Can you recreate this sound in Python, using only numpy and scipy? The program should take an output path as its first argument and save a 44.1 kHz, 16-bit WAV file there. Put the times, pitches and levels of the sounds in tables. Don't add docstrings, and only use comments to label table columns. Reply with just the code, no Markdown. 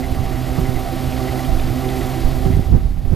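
import sys
import numpy as np
from scipy import signal
from scipy.fft import rfft, irfft, next_fast_len
from scipy.io import wavfile

SR = 44100
rng = np.random.default_rng(int(sys.argv[2]) if len(sys.argv) > 2 else 0)


def voltage_ratio(level):
    return 10 ** (np.asarray(level, float) / 20)


def waveform_to_disk(signal):
    frames = np.transpose(np.atleast_2d(signal))
    scaled = np.clip(frames, -1, 1) * 32767
    samples = np.round(scaled).astype(np.int16)
    wavfile.write(sys.argv[1], SR, samples)


N = 138915

TURN_S, MESH_HZ = 0.6226, 128.5
# multiple of mesh rate, level/dB
GEAR_TONES = [(1, -24.5), (2, -27.5), (2.62, -37), (3, -35), (4, -42.5), (5, -40.5), (5.4, -55), (6, -34)]
# throbs/turn, depth/dB, first crest t/s
TONE_THROBS = [
    [(1, 1.2, 0.42), (4, 1, 0.13)],
    [(1, 2.6, .565), (3, 1.3, .17), (6, 3.6, .006), (7, 1.5, .031)],
    [(2, 3.5, 0.067), (4, 5, 0.0015), (7, 4.5, 0.058), (11, 4, 0.018)],
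    [(1, 5.5, .05), (2, 1.8, .04), (4, 2.2, .151), (6, 2.6, .003)],
    [(1, 3, 0.62), (6, 5, 0.0011)],
    [(8, 4.5, .025), (11, 1.8, .037), (12, 1.8, .031)],
    [(1, 5.5, 0.72), (2, 8, 0.54), (3, -10, 0.31), (6, 16, 0.15)],
    [(1, 1.4, 0.17), (2, 1.6, 0.28), (6, 2.5, 0.08), (12, 1, 0.013)],
]
# sways/turn, depth/cycles, first crest t/s
TONE_SWAYS = [
    [(6, .04, .076)],
    [(6, .08, .066), (12, .04, .009)],
    [(6, .05, .07)],
    [(2, .06, .21), (6, .11, .08), (12, .05, .01)],
    [(2, .08, .289), (6, .08, .082)],
    [(1, .08, .272), (6, .17, .068), (8, .09, .006)],
    [(6, .1, .07)],
    [(2, .05, .269), (6, .13, .078)],
]
TONE_WOBBLE_HZ = [.2, .3, 4, .6, 1.5, 2, 8, .9]
# t/s, level/dB
FLOAT_RIDE = [(0, -5), (.55, .5), (1.3, 0), (1.9, 1.5), (2.45, 3), (3.15, 0)]
# t into turn/s, level/dB, length/s, ring f/Hz
ROUGH_TEETH = [
    (.04, -24, .011, 2030),
    (.146, -26, .006, 2000),
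    (.238, -34, .008, 2000),
    (.352, -33, .007, 2000),
    (.47, -38, .01, 1950),
    (.56, -40, .012, 1950),
    (.177, -28, .014, 1150),
    (.28, -31, .012, 1150),
    (.582, -28, .01, 1150),
    (.33, -34, .015, 1150),
]
TURN_HARSHNESS_DB = [1, .5, 0, -4, -1, -1]
# f/Hz, density/dB
BODY_SPECTRUM = [(70, -2.5), (130, -22), (200, -11.5), (370, -12), (460, -20.5), (750, -14.5),
                 (1000, -33.5), (1500, -35)]
# f/Hz, density/dB
SPRAY_SPECTRUM = [(1000, 4.5), (1350, 1.5), (1620, -4.5), (1950, 1), (2400, -3.5), (4700, -6.5),
                  (5600, -11), (7000, -21)]
# f/Hz, density/dB
HISS_SPECTRUM = [(5000, -11), (6300, -1.5), (8500, -3), (10500, -1.5), (12800, 3), (14400, -2.5)]
# f/Hz, likeness/0-1
PORT_LIKENESS = [(100, 0.4), (300, 0.62), (1000, 0.93), (2300, 1), (6500, 1), (7800, 0.97), (10000, 0.84),
                 (14000, 0.8)]
# t/s, peak level/dB, f/Hz
LONE_DROPS = [
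    (1.125, -25.5, 2520),
    (1.29, -39, 3050),
    (1.393, -33, 3400),
    (1.45, -27, 3170),
    (1.597, -23.5, 2480),
    (1.599, -27, 3630),
    (1.779, -28, 2480),
    (1.843, -27, 2050),
    (1.89, -24.5, 3400),
    (2.011, -31, 3330),
]
# t/s, level/dB
WIND_LEVEL = [(0.0, -15.5), (0.12, -10.5), (0.34, -15.5), (0.65, -19), (0.66, -15), (1.44, -20.5),
              (1.51, -14), (1.78, -17.5), (2.18, -19), (2.24, -14), (2.42, -14), (2.56, -1.5), (2.65, -14),
              (2.75, 2.5), (2.79, -11.5), (3.15, -13.5)]
# f/Hz, density/dB
WIND_SPECTRUM = [(9, 7), (30, 12), (60, 8), (110, 3.5), (200, -9), (400, -23.5)]
# t/s, right peak level/dB, length/s, f/Hz, left against right/dB
EDDY_STRIKES = [(0.126, -10, 0.012, 35, -2.5), (.195, -14.5, 0.03, 92, -6), (0.509, -12, 0.015, 53, 0.5),
                (0.589, -4.5, 0.0059, 134, -5), (0.629, -9, 0.016, 44, 4), (0.692, -6.5, 0.005, 113, -13),
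                (0.763, -5, 0.004, 54, -5), (1.077, -11.5, 0.0055, 46, 5), (1.502, -11, 0.033, 56.5, -12),
                (1.534, -19, 0.0069, 29, 5), (1.643, -17.5, 0.038, 45, 3), (1.705, -11, 0.0078, 103, -5),
                (2.25, -3.5, 0.0073, 36.5, -1), (2.467, -4, 0.005, 148, -23), (2.506, -4, 0.0026, 164, -9),
                (2.548, -10, 0.005, 42, 1), (2.572, -2.5, 0.0035, 102, -17), (2.593, -3, 0.0058, 114, -3),
                (2.737, -1.5, 0.017, 69, -24), (2.757, -4.5, 0.02, 101, -12),
                (2.852, -8.5, 0.019, 53.6, -6), (3.14, -9.5, 0.01, 124, -7), (3.058, -7.5, 0.0087, 57, -7),
                (3.124, -6, 0.013, 86, -13), (.125, -8, 0.048, 11.4, -2), (0.239, -17, 0.023, 20, 6),
                (0.423, -19, 0.0069, 87, 2), (0.743, -12.5, 0.045, 9.4, 2), (1.173, -19.5, 0.089, 64, -1),
                (1.307, -16.5, 0.0083, 68, 3), (1.542, -8, 0.036, 27, 1), (1.63, -14, 0.036, 14, 6),
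                (2.008, -19, 0.012, 56, -2), (2.255, -9, 0.021, 16, -1), (2.472, -16, 0.021, 16, -9),
                (2.694, -16, 0.012, 79, -12), (2.992, -16, 0.014, 40, -1), (3.085, -9.5, 0.022, 20, 1),
                (1.678, -17.5, 0.027, 79, -2), (2.533, -15, 0.018, 36, -5)]
# t/s, level/dB
RECORDER_GAIN = [(0.0, -43), (0.02, -45.5), (0.61, -43.5), (0.63, -44), (1.37, -42), (1.66, -43.5),
                 (2.0, -41.5), (2.45, -44.5), (2.7, -50.5), (2.96, -56.5), (3.15, -53)]


def in_time(rows):
    s, v = np.transpose(rows)
    return np.interp(np.arange(N) / SR, s, v)


def at_hz(points, hz):
    f, v = np.transpose(points)
    return np.interp(np.log(hz), np.log(f), v)


def rms_one(x):
    return x / np.sqrt(np.mean(x ** 2) + 1e-20)


def drift(rate_hz):
    hop, settle = 40, 2000
    r = np.exp(-2 * np.pi * rate_hz * hop / SR)
    noise = rng.standard_normal(N // hop + 2 + settle)
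    slow = signal.lfilter([1], [1, -2 * r, r * r], noise)[settle:]
    return np.interp(np.arange(N) / hop, np.arange(len(slow)), rms_one(slow - slow.mean()))


def ring(clicks, hz, t60_s):
    r, w = voltage_ratio(-60 / (t60_s * SR)), 2 * np.pi * hz / SR
    return signal.lfilter([0, np.sin(w)], [1, -2 * r * np.cos(w), r * r], clicks + 1e-18)


def coloured(spectrum, likeness, shared_db, own_db, rate_hz):
    size = next_fast_len(N)
    f = np.maximum(np.arange(size // 2 + 1) * SR / size, 1)
    low, high = spectrum[0][0], spectrum[-1][0]
    alike = np.clip(at_hz(likeness, f), 0, 1)
    mid, side = rfft(rng.standard_normal((2, size))) * voltage_ratio(at_hz(spectrum, f))
    pair = np.sqrt(1 + alike) * mid + np.sqrt(1 - alike) * side * [[1], [-1]]
    place = 2 * np.log2(f / low)
    out, together = 0, drift(rate_hz)
    for k in range(int(2 * np.log2(high / low)) + 2):
        bell = np.cos(np.pi / 2 * np.clip(place - k, -1, 1)) ** 2
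        flicker = voltage_ratio(shared_db * together + own_db * drift(rate_hz))
        out = out + flicker * irfft(pair * bell, size)[:, :N]
    return rms_one(out)


def gear_hum():
    tooth_skew_cycles, wander_db = 0.1501, 1.0
    t, out = np.arange(N) / SR, 0
    slip = np.cumsum(0.05 * drift(2.56)) / SR
    for (multiple, level_db), throbs, sways, wobble_hz in zip(GEAR_TONES, TONE_THROBS, TONE_SWAYS, TONE_WOBBLE_HZ):
        db = sum(d * np.cos(2 * np.pi * round(n) * (t - s) / TURN_S) for n, d, s in throbs)
        if multiple == 3:
            db = db + in_time(FLOAT_RIDE)
        db = level_db + db + wander_db * drift(8.2)
        cycles = round(multiple, 2) * (MESH_HZ * t + slip)
        cycles = cycles + np.cumsum(wobble_hz * drift(10.2)) / SR
        cycles = cycles + rng.random() + tooth_skew_cycles * multiple ** 2
        cycles = cycles + sum(d * np.cos(2 * np.pi * n * (t - s) / TURN_S) for n, d, s in sways)
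        out = out + voltage_ratio(db) * np.sqrt(2) * np.sin(2 * np.pi * cycles)
    return out


def gear_chatter():
    jitter_s, spread_db, ring_t60_s = 0.0001, 1.1, 0.02
    teeth_s = np.arange(0, N / SR - 0.01, 1 / MESH_HZ)
    turn = (teeth_s // TURN_S).astype(int)
    out = 0
    for s, level_db, length_s, hz in ROUGH_TEETH:
        luck = rng.standard_normal((3, len(teeth_s)))
        swell = np.exp(-0.5 * ((teeth_s % TURN_S - s) / length_s) ** 2)
        db = level_db + np.take(TURN_HARSHNESS_DB, turn) + spread_db * luck[2]
        clicks = np.zeros(N)
        clicks[np.abs((teeth_s + jitter_s * luck[0]) * SR).astype(int)] = swell * voltage_ratio(db)
        out = out + ring(clicks, hz, ring_t60_s)
    return out


def wash():
    body = voltage_ratio(-26.5) * coloured(BODY_SPECTRUM, PORT_LIKENESS, 0.13, 1.0, 6)
    spray = voltage_ratio(-36.5) * coloured(SPRAY_SPECTRUM, PORT_LIKENESS, 0.43, 1.0, 33)
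    hiss = voltage_ratio(-41) * coloured(HISS_SPECTRUM, PORT_LIKENESS, 0.93, 0.76, 54)
    return body + spray + hiss


def drops():
    drops_per_s, level_db, spread_db = 2000, -47.5, 2.8
    sizes = voltage_ratio(spread_db * np.minimum(rng.exponential(1, N), 4)) * rng.choice([-1, 1], N)
    born = rng.random(N) < drops_per_s * voltage_ratio(4 * drift(9)) / SR
    dealt = rng.integers(0, 14, N)
    out = 0
    for k, hz in enumerate(np.geomspace(1300, 9000, num=14)):
        out = out + ring(sizes * born * (dealt == k), hz, 7.4 / hz)
    return voltage_ratio(level_db) * rms_one(out)


def lone_drops():
    t60_s = 0.012
    return sum(ring(voltage_ratio(db) * (np.arange(N) == int(s * SR)), hz, t60_s) for s, db, hz in LONE_DROPS)


def wind_rumble():
    trim_db, alike, left_db = -5, 0.77, 2
    rumble = coloured(WIND_SPECTRUM, [(20, alike)], 0.94, 1.7, 3.3)
    return voltage_ratio(in_time(WIND_LEVEL) + trim_db) * rumble * voltage_ratio(np.array([[left_db], [0]]))


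def wind_buffets():
    ragged_db, ragged_reach, left_own = -11.5, 2.65, 0.22
    t, out = np.arange(N) / SR, np.zeros((2, N))
    own, shared = rng.standard_normal((2, N))
    white = np.array([shared + left_own * own, shared])
    lucks = rng.standard_normal((len(EDDY_STRIKES), 3))
    for (s, db, length_s, hz, left_db), luck in zip(EDDY_STRIKES, lucks):
        near = slice(int((s - 3 * length_s) * SR), int((s + 3 * length_s) * SR))
        u = t[near] - s
        port_phase = np.array([[luck[2] / 4], [0]])
        swing = 2 * np.pi * hz * u + 0.94 * luck[0] * (hz * u) ** 2 + luck[1] + port_phase
        band = signal.butter(2, [hz, ragged_reach * hz], "band", fs=SR, output="sos")
        ragged = signal.sosfilt(band, white)[:, near]
        swell = voltage_ratio(db + np.array([[left_db], [0]])) * np.exp(-0.5 * (u / length_s) ** 2)
        out[:, near] += swell * (np.cos(swing) + voltage_ratio(ragged_db) * rms_one(ragged))
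    return out


def scene():
    aerator = gear_hum() + gear_chatter() + wash() + drops() + lone_drops()
    return voltage_ratio(in_time(RECORDER_GAIN) + 43.0) * aerator + wind_rumble() + wind_buffets()


def roll_off(x):
    return signal.sosfilt(signal.butter(12, 14670, fs=SR, output="sos"), x)


def record(dry):
    left_trim_db, bass_share, clip_top = -0.7, 0.67, 0.95
    bass = dry[0]
    for cut_hz in (1600, 5900):
        bass = signal.lfilter(*signal.butter(1, cut_hz, fs=SR), bass)
    x = np.array([voltage_ratio(left_trim_db) * (dry[0] - bass_share * bass), dry[1]])
    x = signal.sosfilt(signal.butter(1, 9, "high", fs=SR, output="sos"), x)
    x = x / (1 + (x / clip_top) ** 8) ** (1 / 8)
    x = signal.sosfilt(signal.ellip(12, 0.5, 70, 14200, fs=SR, output="sos"), x)
    return roll_off(x)


dry = scene()
out = record(dry)
waveform_to_disk(out)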